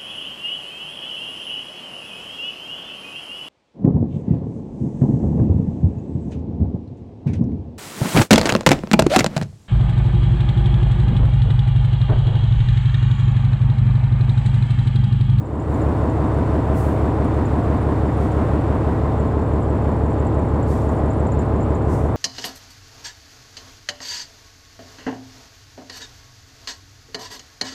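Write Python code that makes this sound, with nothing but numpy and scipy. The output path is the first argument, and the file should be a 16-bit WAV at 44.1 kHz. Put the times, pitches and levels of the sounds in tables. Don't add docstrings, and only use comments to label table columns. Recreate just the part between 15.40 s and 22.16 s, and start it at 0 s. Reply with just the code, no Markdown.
import sys
import numpy as np
from scipy import signal
from scipy.fft import rfft, irfft
from scipy.io import wavfile
from scipy.ndimage import uniform_filter1d

SR = 44100
rng = np.random.default_rng(int(sys.argv[2]) if len(sys.argv) > 2 else 0)


def digitize_waveform(pressure):
    field = np.atleast_2d(pressure).T
    bounded = np.clip(field, -1, 1)
    quanta = np.round(bounded * 32767).astype(np.int16)
    wavfile.write(sys.argv[1], SR, quanta)


N = 298116
TIME = np.arange(N) / SR
CYCLE_HZ, CYCLE_SAMPLES = 5.993, 7360
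TURN_START_S, TURN_TAKES_S = 3.02, .89

# pitch in Hz, width in Hz, level in dB before the turn, and after it.
DUCTS = [(323.7, 23, -35.5, -36), (391.7, 5.4, -41, -40.5), (1051, 10.4, -46.5, -46.5),
         (1933, 7.5, -59.5, -60.5), (3590, 18, -69, -72.5), (3655, 18, -70.5, -74),
         (4320, 130, -72.5, -73.5), (8470, 170, -69, -77)]
# pitch in Hz, level in dB.
GENERATOR_HUM = [(39.5, -55), (59.3, -43), (79, -47)]
# time in seconds, level in dB.
FAN_LEVEL = [(0, -41), (.6, -37), (1, -40), (1.2, -36), (1.52, -34.5), (2.05, -49), (2.3, -36), (2.65, -50),
             (3.05, -48), (3.6, -36.5), (4.1, -47), (5.2, -40), (5.55, -35), (5.8, -40), (6.2, -38.5),
             (6.5, -44), (6.76, -37)]
# time of the peak in seconds, level there in dB, rise in seconds,
# fade in seconds, tilt toward the treble in dB per octave, lowest and highest frequency in Hz.
SWISHES = [(.33, -62, .03, 0.15, 4, 3000, 15000), (1.39, -48.5, .038, .11, 5, 4000, 16000),
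           (2.83, -57, .045, .09, 0, 4000, 14000), (5.32, -51, 0.049, 0.14, -1, 2800, 16000),
           (6.54, -50.5, 0.05, .11, -3, 5000, 16000)]
# pitch in Hz, width in Hz, relative level in dB.
FITTING_TONES = [(7060, 210, -6.5), (7410, 220, -5.5), (7750, 280, -9), (8500, 420, -5.5),
                 (9360, 220, -15.5), (14400, 500, -22)]
# place in its swing from 0 to 1, relative level in dB.
STOPS = [(.11, 0), (.78, -2)]
# time in seconds, strength in dB.
CHATTER = [(0, -70), (3.4, -67.5), (4.3, -63), (5.9, -61.5), (6.76, -68)]
# start in seconds, relative level in dB, pitch that rings most in Hz.
CLINKS = [(.053, -54, 7250), (.197, -53, 7150), (.222, -57, 7700), (.339, -46, 7200), (.412, -44, 7250),
          (.696, -49, 7060), (.980, -55, 9350), (1.840, -50, 9300), (2.053, -41, 7000), (2.414, -48, 9400),
          (2.485, -58, 9400), (2.768, -48, 9500), (2.917, -51, 7350), (3.271, -56, 7550),
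          (3.795, -48, 7450), (3.866, -54, 7350), (4.222, -50, 7450), (4.294, -53, 7750),
          (4.480, -58, 9400), (4.694, -54, 7550), (4.793, -49, 7350), (4.865, -47, 7550),
          (4.984, -51, 8650), (5.047, -53, 8400), (5.224, -48, 7330), (5.412, -51, 7200),
          (5.487, -49, 7150), (5.549, -48, 8350), (5.702, -42, 7100), (5.767, -54, 9200),
          (5.795, -51, 7700), (5.866, -46, 7450), (5.917, -41, 7100), (5.988, -40, 7150),
          (6.007, -49, 7300), (6.049, -54, 8500), (6.203, -46, 7070), (6.226, -46, 7400),
          (6.297, -61, 7600), (6.346, -44, 7100)]
# frequency in Hz, relative level in dB.
ROAR_COLOUR = [(12, -40), (25, -23), (40, -18), (70, -3.5), (150, -3), (260, -3.5), (420, -8.5),
               (700, -7.5), (1030, -11.5), (1200, -13.5), (1800, -23), (2600, -31.5), (3600, -37.5),
               (5000, -44), (15000, -59.5)]
# time in seconds, gain in dB.
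ROAR_BRIGHTNESS = [(0, -2.5), (1.5, -0.2), (3.3, -0.6), (4.2, -3.5), (6.76, -3.5)]
CYLINDER_DB = [-.6, -9.9, -4.8, -9.4, -5, -4.7, -6.2, -3.4, -8.8, -1.3, -1.3, -7.6]
CYLINDER_LAG_S = [.0007, .0004, -.0034, .0014, .0036, .0026, .0001, .0016, -.004, .0001, .0026, .0029]
# frequency in Hz, typical level of each tone near it in dB.
RATTLE_COLOUR = [(140, -58), (165, -41.5), (220, -41), (330, -45.5), (420, -44), (600, -47.5), (1000, -51),
                 (1300, -63), (2000, -73), (4000, -104.5)]
# place in the cycle from 0 to 1, pitch in Hz, relative level in dB.
THUMPS = [(.98, 228, 0), (.09, 282, 1), (.34, 238, -2), (.44, 320, -5)]
# order, level in dB before the turn, and after it.
HULL_TONES = [(30, -33.5, -32.5), (35, -37, -35.5), (40, -37, -32), (43, -35, -35), (48, -36, -35),
              (52, -30.5, -36), (56, -35, -37.5), (59, -41, -35), (65, -36, -43), (66, -44, -37),
              (72, -37, -42), (73, -35, -31.5), (84, -37, -36.5), (96, -50, -41), (109, -50, -40),
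              (121, -42, -50), (141, -50, -41), (157, -44, -52), (176, -46, -47)]
# order, level in dB.
BOOM_TONES = [(6, -39), (7, -38.5), (8, -40), (9, -43), (10, -40), (11, -39.5), (12, -20.2), (13, -25.8),
              (14, -42), (15, -31), (16, -35), (17, -30), (18, -23.4), (19, -34), (20, -40), (21, -34),
              (22, -34.5), (23, -27), (24, -36), (25, -33.5)]


def undb(db):
    return 10 ** (np.asarray(db) / 20)


def level(x, db):
    return x * undb(db) / np.sqrt(np.mean(x ** 2))


def curve(rows):
    return np.interp(TIME, *np.transpose(rows))


def ramp(start_s, length_s):
    return np.clip((TIME - start_s) / length_s, 0, 1)


def turning(before_db, after_db):
    return undb(before_db + (after_db - before_db) * ramp(TURN_START_S, TURN_TAKES_S))


def colour(x, points):
    hz, db = np.transpose(points)
    f = np.maximum(np.fft.rfftfreq(len(x), 1 / SR), 1)
    gain = undb(np.interp(np.log(f), np.log(hz), db))
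    return irfft(rfft(x) * gain, len(x))


def resonance(x, hz, width):
    f = np.maximum(np.fft.rfftfreq(N, 1 / SR), 1)
    return irfft(rfft(x, N) / (1 + 1j * (f * f - hz * hz) / (f * width * np.pi / 2)) ** 2, N)


def drift(rate_hz):
    count = int(N / SR * 40)
    steps = np.interp(TIME * rate_hz, np.arange(count), rng.standard_normal(count))
    return uniform_filter1d(steps, int(SR / rate_hz / 2))


def repeat(cycle, crank):
    return np.interp(crank % 1 * CYCLE_SAMPLES, np.arange(CYCLE_SAMPLES + 1), np.append(cycle, cycle[0]))


def add(out, start_s, sound):
    start = int(np.clip(start_s * SR, 0, N - 1))
    out[start:start + len(sound)] += sound[:N - start]


def vents_and_generator(fan_hz=642.5, waver_hz=1.86):
    air = rng.standard_normal(N)
    ducts = sum(level(resonance(air, hz, width), 0) * turning(before, after)
                for hz, width, before, after in DUCTS)
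    hum = sum(level(np.sin(2 * np.pi * (hz * TIME + rng.random())), db) for hz, db in GENERATOR_HUM)
    whine_hz = fan_hz + waver_hz * drift(8)
    whine = level(np.sin(2 * np.pi * np.cumsum(whine_hz) / SR), 0)
    return ducts + hum + whine * undb(curve(FAN_LEVEL))


def slush(grain_db=.5, grain_samples=64):
    hiss_colour = [(1500, -12), (4000, -2), (6000, -.5), (8000, 1.5), (11000, -4.5), (15500, -11)]
    noise = rng.standard_normal(N)
    roughness = np.repeat(rng.standard_normal(N // grain_samples + 1), grain_samples)[:N]
    grains = noise * undb(grain_db * roughness)
    out = 0
    for peak_s, db, rise, fade, tilt, low_hz, high_hz in SWISHES:
        age = TIME - peak_s
        swell = np.exp(-(np.minimum(age, 0) / rise) ** 2 - np.maximum(age, 0) / fade)
        band = signal.butter(5, [low_hz, high_hz], "band", fs=SR, output="sos")
        tilted = [(hz, hiss_db + tilt * np.log2(hz)) for hz, hiss_db in hiss_colour]
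        hiss = colour(signal.sosfilt(band, grains), tilted)
        out = out + swell * level(hiss, db)
    return out


def chatter(contact, swings_per_cycle=7 / 3, scatter_db=4.5):
    swing_hz = swings_per_cycle * CYCLE_HZ
    swings = int(swing_hz * N / SR)
    ticks = np.zeros(N)
    for swing, chances in enumerate(rng.uniform(-2, 1, (swings, len(STOPS)))):
        for (place, db), chance in zip(STOPS, chances):
            add(ticks, (swing + place) / swing_hz, undb(db + scatter_db * chance) * contact)
    return undb(curve(CHATTER)) * ticks


def loose_fitting(fade_in, buzz_db=-65, away_db=-1.5, clink_db=-7.5, reach_hz=260):
    t = np.arange(SR // 12) / SR
    contact = (1 - np.exp(-t / .0015)) * np.exp(-t / .007)
    contact = contact / contact.max()
    shake = fade_in * turning(buzz_db, buzz_db + away_db) + chatter(contact)
    out = 0
    for hz, width, db in FITTING_TONES:
        force = undb(db) * shake
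        for start_s, hit_db, ring_hz in CLINKS:
            answer = 1 / (1 + ((hz - ring_hz) / reach_hz) ** 2)
            add(force, start_s, undb(hit_db + clink_db) * answer * contact)
        scrape = rng.standard_normal(N)
        out = out + resonance(scrape * force, hz, width) / resonance(scrape, hz, width).std()
    return out


def gas_roar(crank, force, db=-27, throb=.8, flicker_db=.5):
    pulsing = rng.standard_normal(N) * repeat(force, crank) ** throb
    gas = level(colour(pulsing, ROAR_COLOUR), db)
    upper = signal.sosfiltfilt(signal.butter(2, 900, "high", fs=SR, output="sos"), gas)
    return gas - upper + upper * undb(curve(ROAR_BRIGHTNESS) + flicker_db * drift(15))


def firings(first_place=.047):
    even = np.arange(len(CYLINDER_DB)) / len(CYLINDER_DB)
    return first_place + even + np.array(CYLINDER_LAG_S) * CYCLE_HZ


def shaking(fade_cycles=.03, spread_cycles=.03, steady=1.5, rise_samples=150):
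    place = np.arange(CYCLE_SAMPLES) / CYCLE_SAMPLES
    arrivals = firings() + rng.uniform(-spread_cycles, spread_cycles, len(CYLINDER_DB))
    kicks = sum(undb(db) * np.exp(-((place - at) % 1) / fade_cycles)
                for at, db in zip(arrivals, CYLINDER_DB))
    return level(steady + uniform_filter1d(kicks, rise_samples, mode="wrap"), 0)


def plating_rattle(crank, force, scatter_db=1.5, unsteady_db=.5):
    orders = rfft(rng.standard_normal(CYCLE_SAMPLES) * force)
    orders = orders / np.abs(orders) * undb(scatter_db * rng.standard_normal(len(orders)))
    orders[[0] + [row[0] for row in BOOM_TONES + HULL_TONES]] = 0
    cycle = colour(irfft(orders, CYCLE_SAMPLES) * CYCLE_SAMPLES / 2, RATTLE_COLOUR)
    return repeat(cycle, crank) * undb(unsteady_db * drift(10))


def deck_panel(crank, db=-30, away_db=-6, rise_s=.005, fade_s=.012):
    t = np.arange(CYCLE_SAMPLES) / SR
    cycle = np.zeros(CYCLE_SAMPLES)
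    for place, hz, blow_db in THUMPS:
        ring = np.sin(2 * np.pi * hz * t) * (1 - np.exp(-t / rise_s)) * np.exp(-t / fade_s)
        cycle += undb(blow_db) * np.roll(ring, int(place * CYCLE_SAMPLES))
    return level(repeat(cycle, crank), db) * turning(0, away_db)


def engine_tone(crank, order):
    drive = np.sum(undb(CYLINDER_DB) * np.exp(-2j * np.pi * order * firings()))
    return np.cos(2 * np.pi * order * crank + np.angle(-drive))


def exhaust_and_hull(crank, away_db=-.16):
    pipe = sum(undb(db) * engine_tone(crank, order) for order, db in BOOM_TONES)
    hull = sum(turning(before, after) * engine_tone(crank, order) for order, before, after in HULL_TONES)
    return pipe * turning(0, away_db) + hull


def scene(start_db=-9, fade_in_s=.41):
    crank = CYCLE_HZ * TIME
    force = shaking()
    fade_in = undb(start_db * (1 - ramp(0, fade_in_s)))
    engine = exhaust_and_hull(crank) + deck_panel(crank) + plating_rattle(crank, force)
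    ship = engine + gas_roar(crank, force) + vents_and_generator()
    return (ship * fade_in + slush() + loose_fitting(fade_in))[None]


def record(dry, top_hz=15700):
    return signal.sosfilt(signal.ellip(10, .2, 80, top_hz, fs=SR, output="sos"), dry)


dry = scene()
out = record(dry)
digitize_waveform(out)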